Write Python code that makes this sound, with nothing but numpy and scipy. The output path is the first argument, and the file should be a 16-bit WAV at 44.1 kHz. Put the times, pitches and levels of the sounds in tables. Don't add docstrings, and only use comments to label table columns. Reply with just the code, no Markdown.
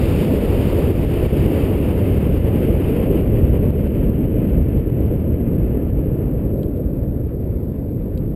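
import sys
import numpy as np
from scipy import signal
from scipy.fft import rfft, irfft, next_fast_len
from scipy.io import wavfile
from scipy.ndimage import uniform_filter1d, map_coordinates

SR = 44100
rng = np.random.default_rng(int(sys.argv[2]) if len(sys.argv) > 2 else 0)


def store_wav(level_fs):
    pcm = np.round(np.clip(np.atleast_2d(level_fs), -1, 1) * 32767)
    wavfile.write(sys.argv[1], SR, pcm.T.astype(np.int16))


N = 368235


def amp(db):
    return 10 ** (np.asarray(db) / 20)


def unit(x):
    return x / np.sqrt(np.mean(x ** 2) + 1e-20)


def filtered(x, response):
    m = next_fast_len(N + 8192)
    gain = response(np.fft.rfftfreq(m, 1 / SR))
    return irfft(rfft(x, m) * gain, m)[..., :N]


def wobble(rate):
    knots = rng.standard_normal(N // 100)
    return map_coordinates(knots, [np.arange(N) * rate / SR])


def rush(spectrum, patchy_db):
    z = signal.stft(rng.standard_normal(N), nperseg=512)[2]
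    field = uniform_filter1d(rng.standard_normal(z.shape), size=6, axis=0)
    field = uniform_filter1d(field, size=8, axis=1)
    noise = signal.istft(z * amp(patchy_db * unit(field)), nperseg=512)[1][:N]
    f, db = np.transpose(spectrum)

    def colour(hz):
        return amp(np.interp(np.log(hz + 1), np.log(f + 1), db))
    return unit(filtered(noise, colour))


# start_s, bass_db, roar_db, hiss_db (bass and hiss guide the other layers)
EXHAUST = [(0.0, -17, -23, -41.5), (0.44, -17, -20.5, -43.5), (1.19, -17.5, -22.5, -44),
           (1.63, -16.5, -22, -44.5), (2.32, -16, -23, -46.5), (2.95, -17, -21, -46),
           (3.21, -15.5, -19, -47), (3.25, -16, -23, -49), (4.44, -16, -24.5, -53),
           (6.35, -18.5, -28, -58.5), (6.65, -20, -27, -62.5), (7.25, -21.5, -31, -64.5),
           (7.98, -23.5, -32, -64.5), (8.35, -22, -31, -65)]
# pitch_hz, level_db (per Hz)
RUMBLE_COLOUR = [(7.1, -67), (12, -20.5), (54, 1), (98, -1), (150, -5.5), (200, -32), (330, -120)]
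GROWL_COLOUR = [(70, -32.5), (120, -9.5), (170, -1.5), (250, -3.5), (330, -9), (500, -66), (900, -120)]
ROAR_COLOUR = [(130, -64), (220, -18.5), (290, -2.5), (400, -2), (500, -5), (570, -9.5), (700, -20.5),
               (850, -40.5), (1100, -55.5), (1800, -120)]
UPPER_COLOUR = [(350, -39), (600, -5), (809, -5.5), (1300, -15), (1800, -26.5), (2340, -49.5), (3960, -120)]
# pitch_hz, level_db (per Hz)
BRIGHT_HISS_COLOUR = [(760, -32), (1300, -8), (1690, -6), (2130, -2.5), (2660, 0), (3000, -2), (3300, -9),
                      (3600, -18), (3950, -29), (5000, -60), (8000, -120)]
DULL_HISS_COLOUR = [(760, -30), (1300, -3), (1700, 0), (2400, -3), (2800, -7), (3300, -17), (3900, -30),
                    (5000, -60), (8000, -120)]
# pitch_hz, level_db (per Hz)
SIZZLE_COLOUR = [(2500, -30), (3300, 1), (3750, 0), (4070, -5), (4520, -1), (4900, -2), (5400, -8),
                 (5990, -14), (7800, -60)]
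SWELL_DB, SWELL_RATE = .6, 3
UPPER_SAG_DB, UPPER_SAG_S = 3, 4.3
DULL_FROM_DB, DULL_SPAN_DB = -35.5, 36
SIZZLE_FADE_DB_PER_S = 2.5
FLOOR_DB = -72.5


def jet():
    t = np.arange(N) / SR
    s, *controls = np.transpose(EXHAUST)
    bass_db, roar_db, hiss_db = [np.interp(t, s, c) for c in controls]

    def level(offset_db, share):
        return offset_db + bass_db + share * (hiss_db - bass_db)

    def swell():
        return SWELL_DB * wobble(SWELL_RATE)

    flutter = 2.1 * wobble(30) + 1.0 * wobble(150)
    rumble = amp(level(-2.58, -0.054) + swell()) * rush(RUMBLE_COLOUR, patchy_db=-0.44)
    growl = amp(level(-2.5, 0.06) + swell()) * rush(GROWL_COLOUR, patchy_db=0.2)
    roar = amp(roar_db) * rush(ROAR_COLOUR, patchy_db=0.8)

    sag_db = UPPER_SAG_DB * np.exp(-((t - UPPER_SAG_S) / 1.7) ** 2)
    upper_db = level(-5, 0.59) - sag_db + 0.24 * flutter
    upper = amp(upper_db) * rush(UPPER_COLOUR, patchy_db=1.5)

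    turn = np.clip((DULL_FROM_DB - hiss_db) / DULL_SPAN_DB, 0, 1) * np.pi / 2
    bright = np.cos(turn) * rush(BRIGHT_HISS_COLOUR, patchy_db=0.2)
    dull = np.sin(turn) * rush(DULL_HISS_COLOUR, patchy_db=1.1)
    hiss = amp(hiss_db + 3 + 0.55 * flutter) * (bright + dull)

    sizzle_db = level(-6.5, 0.97) - SIZZLE_FADE_DB_PER_S * t + 0.58 * flutter
    sizzle_gain = np.hypot(amp(sizzle_db), amp(FLOOR_DB))
    sizzle = sizzle_gain * rush(SIZZLE_COLOUR, patchy_db=0.1)
    return rumble + growl + roar + upper + hiss + sizzle


# crest_s, level_db (peak before the dip), dip_db
PRESSURE_SURGES = [(.918, -10, 6), (1.052, -11, 4.5), (1.268, -11, 6), (1.742, -12, 2), (2.185, -16, 3.5),
                   (2.38, -13, 5), (3.075, -14, 2.5), (3.212, -13, 2.5), (3.706, -8, 5.5), (3.876, -10, 6),
                   (4.102, -10, 3), (4.255, -14, 3), (4.627, -13, 3.5), (4.783, -13, 3.5), (4.902, -13, 4),
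                   (5.204, -13, 2.5), (5.345, -13, 2.5), (5.417, -11, 3), (5.903, -13, 3.5)]
SURGE_HZ, ONSET_S, RECOVERY_S = 76, 0.0019, 0.051


def surges():
    t, push, dip_db = np.arange(N) / SR, np.zeros(N), np.zeros(N)
    for s, db, drop_db in PRESSURE_SURGES:
        near = slice(round((s - .05) * SR), round((s + .6) * SR))
        u = t[near] - s
        envelope = np.exp(-(1.52 * SURGE_HZ * u) ** 2)
        push[near] += amp(db) * np.cos(2 * np.pi * SURGE_HZ * u) * envelope
        onset = np.clip(u / ONSET_S, 0, 1)
        dip_db[near] -= drop_db * onset * np.exp(-np.abs(u) / RECOVERY_S)
    return push, amp(dip_db)


# start_s, level_db (before filtering), pitch_hz it rings best
GRIT_STRIKES = [(6.6315, -33, 3200), (8.1757, -34, 4200)]
# pitch_hz, level_db (before the strike's weighting), t60_s
HOUSING_MODES = [(2700, -2, .009), (3200, 0, .009), (3900, -2, .008), (4600, -1, .007)]


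def grit():
    out, t = np.zeros(N + SR), np.arange(SR // 20) / SR
    for s, db, centre_hz in GRIT_STRIKES:
        ring = np.zeros(len(t))
        for hz, level, t60 in HOUSING_MODES:
            mode_db = level - 3 * abs(hz - centre_hz) / 1000 + rng.normal(0, 1)
            ring += amp(mode_db - 60 * t / t60) * np.sin(2 * np.pi * hz * t)
        tail = amp(-10 - 60 * t / .06) * rng.standard_normal(len(t))
        attack = 1 - np.exp(-t / 0.00023)
        out[round(s * SR):][:len(t)] += amp(db) * (ring + tail) * attack
    return filtered(out[:N], lambda hz: np.exp(-((hz - 3600) / 1700) ** 2))


# start_s, level_db (before filtering)
DRY_CLICKS = [(1.876, -16), (1.937, -18), (2.056, -19), (3.212, -13), (3.635, -18), (3.706, -12),
              (3.876, -12), (4.102, -15), (4.254, -18), (4.455, -18), (4.498, -15), (4.627, -13),
              (4.783, -14), (4.795, -18), (4.902, -18), (5.018, -18), (5.067, -17), (5.139, -15),
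              (5.165, -19), (5.204, -17), (5.345, -17), (5.417, -19), (5.535, -19), (5.552, -16),
              (5.826, -18), (5.888, -20), (5.903, -20), (6.577, -20), (6.772, -20), (6.778, -20),
              (7.027, -22)]
CRACKLE_COUNT, CRACKLE_DB, CRACKLE_SPREAD_DB = 90, -32, 3


def clicks():
    s, db = np.transpose(DRY_CLICKS)
    out = np.zeros(N)
    out[np.round(s * SR).astype(int)] = amp(db) * rng.choice([-1, 1], len(s))
    size_db = CRACKLE_DB + CRACKLE_SPREAD_DB * rng.exponential(size=CRACKLE_COUNT)
    places = rng.integers(0, N, CRACKLE_COUNT)
    out[places] = amp(size_db) * rng.choice([-1, 1], CRACKLE_COUNT)

    def band(hz):
        low_cut = hz ** 2 / (hz ** 2 + 2200 ** 2)
        return low_cut * np.exp(-(hz / 3900) ** 2)
    return filtered(out, band)


def scene():
    push, dip_gain = surges()
    exhaust = dip_gain * (jet() + push)
    fade = np.clip((N - np.arange(N)) / (SR // 200), 0, 1)
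    return (fade * (exhaust + clicks() + grit()))[None]


HELD_HZ, TOP_HZ = 12000, 15700


def record(dry):
    held = np.repeat(signal.resample_poly(dry[0], HELD_HZ, SR), 4)
    position = np.arange(N) * 4 * HELD_HZ / SR
    read = np.interp(position, np.arange(len(held)), held)
    return filtered(read, lambda hz: hz < TOP_HZ)[None]


dry = scene()
out = record(dry)
store_wav(out)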